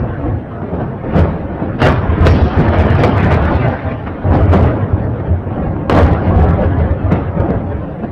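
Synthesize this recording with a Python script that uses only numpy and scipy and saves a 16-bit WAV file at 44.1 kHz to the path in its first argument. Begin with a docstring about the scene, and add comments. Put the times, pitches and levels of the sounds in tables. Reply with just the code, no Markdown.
"""A field at night, far from a large fire in which things explode one after another.
The fire roars, echoes roll back from the hills, and bush crickets buzz faintly in the field.
Each shock lands as a sharp crack or a low thud, or is scattered by trees and slopes into a ragged burst.
Roar, rolls and bursts are swarms of tiny reflected shocks, shaped octave by octave.
The loudest pressure waves overload the microphone and crackle."""
import sys
import numpy as np
from scipy import signal
from scipy.fft import rfft, irfft, next_fast_len
from scipy.io import wavfile
from scipy.ndimage import map_coordinates

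SR = 44100
rng = np.random.default_rng(int(sys.argv[2]) if len(sys.argv) > 2 else 0)


def generate_wav(signal):
    """Clip the signal to [-1, 1] and save it as 16-bit WAV at the path in sys.argv[1]."""
    frames = np.transpose(np.atleast_2d(signal))
    scaled = np.clip(frames, -1, 1) * 32767
    pcm = np.round(scaled).astype(np.int16)
    wavfile.write(sys.argv[1], SR, pcm)


N = 357651
T = np.arange(N) / SR
OCTAVES_HZ = 31.25 * 2. ** np.arange(10)

# the fire's steady bed: level/dB, treble/dB, bass/dB
FIRE_ROAR = (-22.5, -2.5, -2.5)
# long echoes off the hills: t/s, level/dB, hold/s, t60/s, treble/dB, bass/dB
HILL_ROLLS = [(-.1, -20, 0.06, 1.6, -1.5, 5), (0.167, -23.5, 0.12, .4, -7.5, 5.5),
              (1.043, -18, 0.053, 3.2, -2, 3.5), (1.454, -18.5, 0.21, 1.5, -0.5, -4.5),
              (1.82, -18, 0.4, 2.7, 3, 4), (2.173, -9.5, 0.12, 0.64, -10, -1),
              (2.485, -13, 0.56, 3.8, 5, -0.5), (3.11, -14.5, 0.31, 1.06, 6, 0.5),
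              (3.53, -17, 0.089, 0.8, 5, 0.5), (4.186, -13.5, 0.37, 2.5, -3.5, 0),
              (4.848, -19.5, 0.037, 7.6, -6, 3.5), (5.398, -21, 0.3, 0.74, -6.5, 4.5),
              (5.892, -10, 0.087, 0.86, 1, 0.5), (6.159, -13, 0.23, 4.5, -3, 2.5),
              (7.309, -12.5, 0.036, 1.4, -5.5, -0.5)]
# sharp shock fronts: t/s, level/dB, tilt/(dB/octave), echo decay/s
SHOCK_CRACKS = [(0.282, -23, -1, .002), (1.18, -23.5, 3, .004), (1.625, -19, -5, .004),
                (1.818, 0.5, -1, .005), (1.822, -5, 0, 0.0033), (2.252, -18, 9, .03), (2.268, 7, 0, 0.0047),
                (2.274, -4, 1, .003), (2.868, -5, -4, .004), (3.036, 0.5, .5, 0.0022),
                (3.04, -1, 0.5, .003), (3.315, -8, -1, 0.0035), (3.922, -10, -8, .006),
                (4.242, -9, -9, 0.0055), (4.321, -8.5, -3.5, 0.0047), (4.538, -9, 1, .004),
                (5.07, -9, -7, .004), (5.765, -7.5, -5.5, .002), (5.897, 5.5, -2.5, 0.0047),
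                (5.901, -3, 2, .002), (5.984, -5, -3, .004), (7.135, -13, -6, .004), (7.403, -10, -6, .003),
                (7.446, -10, -8.5, .003), (7.505, -5.5, -4.5, .002)]
# scattered blasts: t/s, level/dB, swell/s, t60 at 500 Hz/s, tilt/(dB/octave), midrange bite/dB
BURSTS = [(.612, -20, 0.0081, 0.93, -2, -0.5), (.72, -15.5, .019, 0.55, -3, -1),
          (.779, -15, 0.029, 0.62, -2, 0), (1.03, -15, 0.011, 0.38, -2.5, -1),
          (1.118, -10, 0.063, 0.69, 0, 1), (1.614, -21.5, 0.0083, 0.43, -11, 1),
          (1.783, -15, 0.031, 0.18, 4, 7), (1.814, -5.5, 0.005, 0.47, 4, -4), (1.842, -4, 0.025, 0.3, 3, 0),
          (2.252, -21, 0.0095, 1.44, 8, -2), (2.575, -11.5, 0.022, 0.18, -8, 0),
          (2.72, -12.5, 0.017, 0.31, 1.5, 6), (2.77, -9, 0.034, 0.49, 0.5, 0),
          (2.96, -7, 0.053, 0.45, 1.5, -11.5), (3.033, -3, 0.0034, 0.22, 3.5, -10.5),
          (3.215, -19.5, 0.023, 0.28, 0, 15), (3.29, -14, 0.031, 0.25, 2, 10.5),
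          (3.504, -14.5, 0.0092, 0.22, -7.5, 5), (3.715, -21.5, 0.017, 0.33, 1, 11),
          (4.055, -22, 0.016, 0.22, 0, 17.5), (4.237, -14.5, 0.04, 0.42, -4, 1),
          (4.318, -12.5, 0.024, 0.43, 1.5, 0.5), (4.504, -7.5, 0.032, 0.79, -0.5, 1.5),
          (4.625, -12.5, 0.017, 0.56, -1, 7.5), (5.19, -22, .012, 0.13, -3, 7),
          (5.555, -19.5, 0.012, 0.26, -6.5, -2), (5.895, -5, 0.0012, 1.02, 2, -8),
          (5.948, -8, 0.038, 0.24, -0.5, 8), (6.59, -20, 0.048, 0.45, 0.5, 5.5),
          (6.79, -17, 0.013, 0.14, 0, 1.5), (7.104, -12.5, .014, 0.64, -1, 12.5),
          (7.391, -19.5, .015, .3, -2, 0), (7.484, -16, 0.013, 0.68, -3, 5),
          (8.015, -14, 0.03, 0.13, -2, -6)]
# the heavy low hits: t/s, level/dB, f/Hz, swell/s
DEEP_THUDS = [(0.811, -17, 113, 0.011), (1.189, -5, 85.2, 0.021), (1.809, -6, 86.4, 0.02),
              (1.885, -2, 84, 0.0086), (1.975, -12.5, 89, 0.012), (2.084, -6, 79.5, 0.018),
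              (2.205, -2, 81, 0.0074), (2.255, -5, 82.4, 0.023), (2.346, -4, 81.4, 0.0083),
              (2.41, -2, 75, 0.018), (2.57, -2, 89.7, 0.0079), (2.676, -5.5, 80, 0.011),
              (2.778, -4, 80.6, 0.02), (2.893, -9, 87, 0.03), (3.048, -6, 92.6, 0.0065),
              (3.159, -9, 98, 0.016), (3.231, -9, 89, 0.011), (3.311, -4.5, 88, 0.016),
              (3.398, -9, 78, 0.021), (3.542, -7.5, 86, 0.012), (3.616, -9.5, 87, 0.0097),
              (4.249, -10.0, 91, 0.0095), (4.303, -4, 82.6, 0.015), (4.359, -5, 84.4, 0.014),
              (4.416, -2.5, 89, 0.012), (4.479, -2, 86.1, 0.022), (4.553, -6, 94, 0.014),
              (4.623, -4.0, 95, 0.0085), (4.808, -8.5, 101.4, 0.015), (4.93, -0.5, 93, 0.0079),
              (5.302, -7.0, 88.4, 0.019), (5.576, -14.5, 173, 0.011), (5.69, -11.0, 103, 0.0088),
              (5.922, -5.5, 88, 0.018), (5.996, -4.0, 77.7, 0.035), (6.112, -3.5, 86, 0.0068),
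              (6.262, -5.5, 92.3, 0.02), (6.359, -2, 78.7, 0.009), (6.39, -2.5, 77.5, 0.022),
              (6.474, -5, 80, 0.014), (6.534, -6.5, 92, 0.0098), (6.649, -6.5, 88.5, 0.017),
              (6.717, -6.5, 95, 0.012), (6.774, -14, 83, 0.014), (6.839, -14.5, 82, 0.0091),
              (6.901, -3, 79.2, 0.014), (7.034, -6.5, 94, 0.014), (7.117, -6, 180, 0.011),
              (7.396, -7, 93, 0.008), (7.567, -8, 95, 0.0073)]

# base EQ of roar and rolls: f/Hz, level/dB
ROLL_EQ = [(20, -22.5), (45, -11.5), (65, -5), (86, -.5), (115, -2), (160, -7), (260, -8.5), (420, -14),
           (680, -14.5), (950, -21.5), (1600, -27.5), (3000, -43.5), (5800, -69.5), (6600, -93)]
# the crickets' two bands: f/Hz, level/dB
CRICKET_EQ = [(4600, -30.5), (5400, -3.5), (6100, -3.5), (6400, -36.5), (8200, -35), (8350, -5.5),
              (8850, -0.5), (9100, -5.5), (9300, -15.5), (9500, -47.5)]
# base EQ of a shock front: f/Hz, level/dB
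CRACK_EQ = [(30, -24.5), (150, 0), (500, 9), (1100, 1.5), (2600, -14.5), (5000, -40), (7200, -56.5),
            (15000, -93.5)]
# base EQ of a burst: f/Hz, level/dB
BURST_EQ = [(20, -15.5), (50, -4.5), (85, 3.5), (150, 3), (300, -2.5), (650, -5), (1000, -14), (1700, -21),
            (3000, -34), (5700, -54), (6700, -73.5), (15000, -115)]

# where a near path's harsh midrange bites: f/Hz, weight
BITE_CURVE = [(700, 0.15), (1300, 0.55), (2700, 0.9), (4500, 0)]
# where the rolls' treble and bass, the bursts' boom and the turbulence act: f/Hz, weight
TREBLE_CURVE = [(450, 0.0081), (1400, 0.91), (4000, 1.43)]
BASS_CURVE = [(70, 0.91), (250, 0.43)]
BOOM_CURVE = [(90, 0.29), (250, 0.05)]
TURBULENCE_CURVE = [(250, 0.069), (700, 0.93), (2200, 1.97)]


def undb(db):
    """Decibels to gain."""
    return 10 ** (np.asarray(db) / 20)


def curve_at(hz, curve):
    """Read a curve between its points on a log frequency axis."""
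    f, values = np.transpose(curve)
    return np.interp(np.log(np.maximum(hz, 1)), np.log(f), values)


def pressure_pulse(eq, tilt_db=0, size=4096):
    """A unit-energy click with this EQ, tilted about 500 Hz."""
    hz = np.maximum(np.fft.rfftfreq(size, 1 / SR), 20)
    db = curve_at(hz, eq) + tilt_db * np.log2(hz / 500)
    cepstrum = irfft(np.log(undb(db)))
    cepstrum[1:size // 2] *= 2  # minimum phase: no ringing before the hit
    cepstrum[size // 2 + 1:] = 0
    pulse = irfft(np.exp(rfft(cepstrum)))
    return pulse / np.sqrt(np.sum(pulse ** 2))


def octave_bands(x):
    """Split a sound into overlapping octaves that sum back to it."""
    size = next_fast_len(len(x))
    log_hz = np.log(np.maximum(np.fft.rfftfreq(size, 1 / SR), 1))
    spectrum = rfft(x, size)
    windows = [np.interp(log_hz, np.log(OCTAVES_HZ), solo) for solo in np.eye(len(OCTAVES_HZ))]
    return [irfft(spectrum * window, size)[:len(x)] for window in windows]


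def add(track, start_s, sound):
    """Drop a sound onto the track at its cue."""
    i = max(int(start_s * SR), 0)
    track[i:i + len(sound)] += sound[:max(N - i, 0)]


def drift(rate_hz):
    """Gliding random modulation with a spread near 1."""
    knots = rng.standard_normal(1024)
    return 1.22 * np.interp(T * rate_hz, np.arange(len(knots)), knots)


def hillside(x, share=0.32, count=3):
    """A few strong detours over the slopes; moving air shifts them into a wandering comb filter."""
    out = x.copy()
    for delay_s in rng.uniform(0.00192, .012, count):
        out += share * drift(11) * np.interp(T - delay_s - 0.0003 * drift(4), T, x)
    return out / np.sqrt(1 + count * share ** 2)


def turbulence(x, depth_db=2.0, patch_hz=260, patch_s=.04, size=512):
    """Hot, churning air focuses and scatters the sound: patches above the bass swell and fade."""
    hz, t, cells = signal.stft(x, SR, nperseg=size)
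    grid = np.meshgrid(hz / patch_hz, t / patch_s, indexing="ij")
    patches = map_coordinates(rng.standard_normal((256, 512)), grid, order=1, mode="mirror")
    gain = undb(depth_db * curve_at(hz, TURBULENCE_CURVE)[:, None] * patches)
    return signal.istft(cells * gain, SR, nperseg=size)[1][:N]


def shock_swarm(eq, per_second, spread_db):
    """A dense texture of small reflected shocks of uneven size, at unit rms."""
    arrivals = rng.random(N) < per_second / SR
    polarity = rng.choice([-1, 1], N)
    sizes = undb(spread_db * np.clip(rng.standard_normal(N), -2, 2))
    shocks = hillside(arrivals * polarity * sizes)
    swarm = turbulence(signal.oaconvolve(shocks, pressure_pulse(eq))[:N])
    return swarm / np.std(swarm)


def roar_and_rolls(swell_s=0.097, flutter_db=1.0):
    """Echoes swell, hold and die over the fire's roar: near slopes rattle brightly, far ones boom."""
    envelopes, tones = [np.ones(N)], [FIRE_ROAR]
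    for start_s, db, hold_s, t60, treble, bass in HILL_ROLLS:
        attack = np.clip((T - start_s) / swell_s, 0, 1)
        tail = undb(-60 * np.maximum(T - start_s - swell_s - hold_s, 0) / t60)
        envelopes.append(attack * tail)
        tones.append((db, treble, bass))
    powers = np.array(envelopes) ** 2
    level_db, treble_db, bass_db = np.transpose(tones)
    swarm = shock_swarm(ROLL_EQ, per_second=4500, spread_db=2)
    out = np.zeros(N)
    for hz, band in zip(OCTAVES_HZ, octave_bands(swarm)):
        gains = undb(level_db + curve_at(hz, TREBLE_CURVE) * treble_db + curve_at(hz, BASS_CURVE) * bass_db)
        out += band * np.sqrt(gains ** 2 @ powers) * undb(flutter_db * drift(22))
    return out


def treble_cut(x, cutoff_hz=6100):
    """A steep low-pass near 6 kHz dulls the roar, rolls and bursts."""
    return signal.sosfilt(signal.butter(10, cutoff_hz, fs=SR, output="sos"), x)


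def crickets(level_db=-76.5, waver_db=0.9):
    """Bush crickets in the field merge into two faint, even bands of buzz."""
    eq = undb(curve_at(np.fft.rfftfreq(N, 1 / SR), CRICKET_EQ))
    buzz = irfft(rfft(rng.standard_normal(N)) * eq, N)
    return buzz / np.std(buzz) * undb(level_db + waver_db * drift(9))


def cracks(edge_gap_s=0.00075, echo_db=-13):
    """An N-shaped shock snaps with two steep edges; nearby ground and trees add a spray of echoes."""
    out, t = np.zeros(N), T[:SR // 6]
    for start_s, db, tilt_db, decay_s in SHOCK_CRACKS:
        spray = rng.standard_normal(len(t)) * (rng.random(len(t)) < .1)
        paths = spray * undb(echo_db) * np.exp(-t / decay_s)
        paths[[0, int(edge_gap_s * SR)]] = 1  # the two edges
        front = pressure_pulse(CRACK_EQ, tilt_db)
        add(out, start_s, signal.fftconvolve(paths, front) * undb(db) / np.abs(front).max())
    return out


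def bursts(boom_pivot_db=-9.5, boom_slope=1.44):
    """Each burst swells as more scattered paths arrive, then dies away, top end first."""
    out, t = np.zeros(N), T[:SR]
    swarm = shock_swarm(BURST_EQ, per_second=3800, spread_db=4)
    for hz, band in zip(OCTAVES_HZ, octave_bands(swarm)):
        octave = np.log2(hz / 500)
        boom, bite = curve_at(hz, BOOM_CURVE), curve_at(hz, BITE_CURVE)
        power = np.zeros(N)
        for start_s, db, swell_s, t60, tilt_db, bite_db in BURSTS:
            boom_db = boom_slope * (db - boom_pivot_db)  # big charges gain bass, small ones lose it
            eq_db = tilt_db * max(octave, -1) + boom_db * boom + bite_db * bite  # no tilt below 250 Hz
            attack = np.minimum(t / swell_s, 1)
            tail = undb(-60 * np.maximum(t - swell_s, 0) / t60 * 2 ** (0.077 * octave))
            add(power, start_s, (undb(db + eq_db) * attack * tail) ** 2)
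        out += band * np.sqrt(power)
    return out


def thuds(weak_from_s=1, weak_per_s=2.1, weak_db=-18.5, weak_hz=86, weak_swell_s=0.021):
    """Far shocks lose their edge and land as a few slow swings of pressure; weak ones fall at random."""
    out, t = np.zeros(N), T[:SR // 4]
    wait, softness, pitch = rng.random((64, 3)).T
    times = weak_from_s + np.cumsum(-np.log(1 - wait)) / weak_per_s
    levels = weak_db - 6 * softness
    pitches = weak_hz * (1 + .1 * (2 * pitch - 1))
    weak = [(*hit, weak_swell_s) for hit in zip(times, levels, pitches)]
    for start_s, db, hz, swell_s in DEEP_THUDS + weak:
        envelope = (t / swell_s * np.exp(1 - t / swell_s)) ** 1.2
        add(out, start_s, undb(db) * envelope * np.sin(2 * np.pi * hz * t))
    return out


def scene():
    """A mono mix: the fire and its blasts lie in one direction, beyond the crickets."""
    scattered = treble_cut(roar_and_rolls() + bursts())
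    return (scattered + cracks() + thuds() + crickets())[None]


def record(dry, drive_db=0.31, ceiling=.705, knee=0.025, top_hz=15500):
    """The microphone clips the loudest waves into a crackle; a steep low-pass follows."""
    x = dry * undb(drive_db)
    into_knee = np.clip(np.abs(x) - ceiling + knee, 0, 2 * knee)
    clipped = np.sign(x) * (np.minimum(np.abs(x), ceiling + knee) - into_knee ** 2 / (4 * knee))
    return signal.sosfilt(signal.ellip(8, .2, 70, top_hz, fs=SR, output="sos"), clipped)


dry = scene()
out = record(dry)
generate_wav(out)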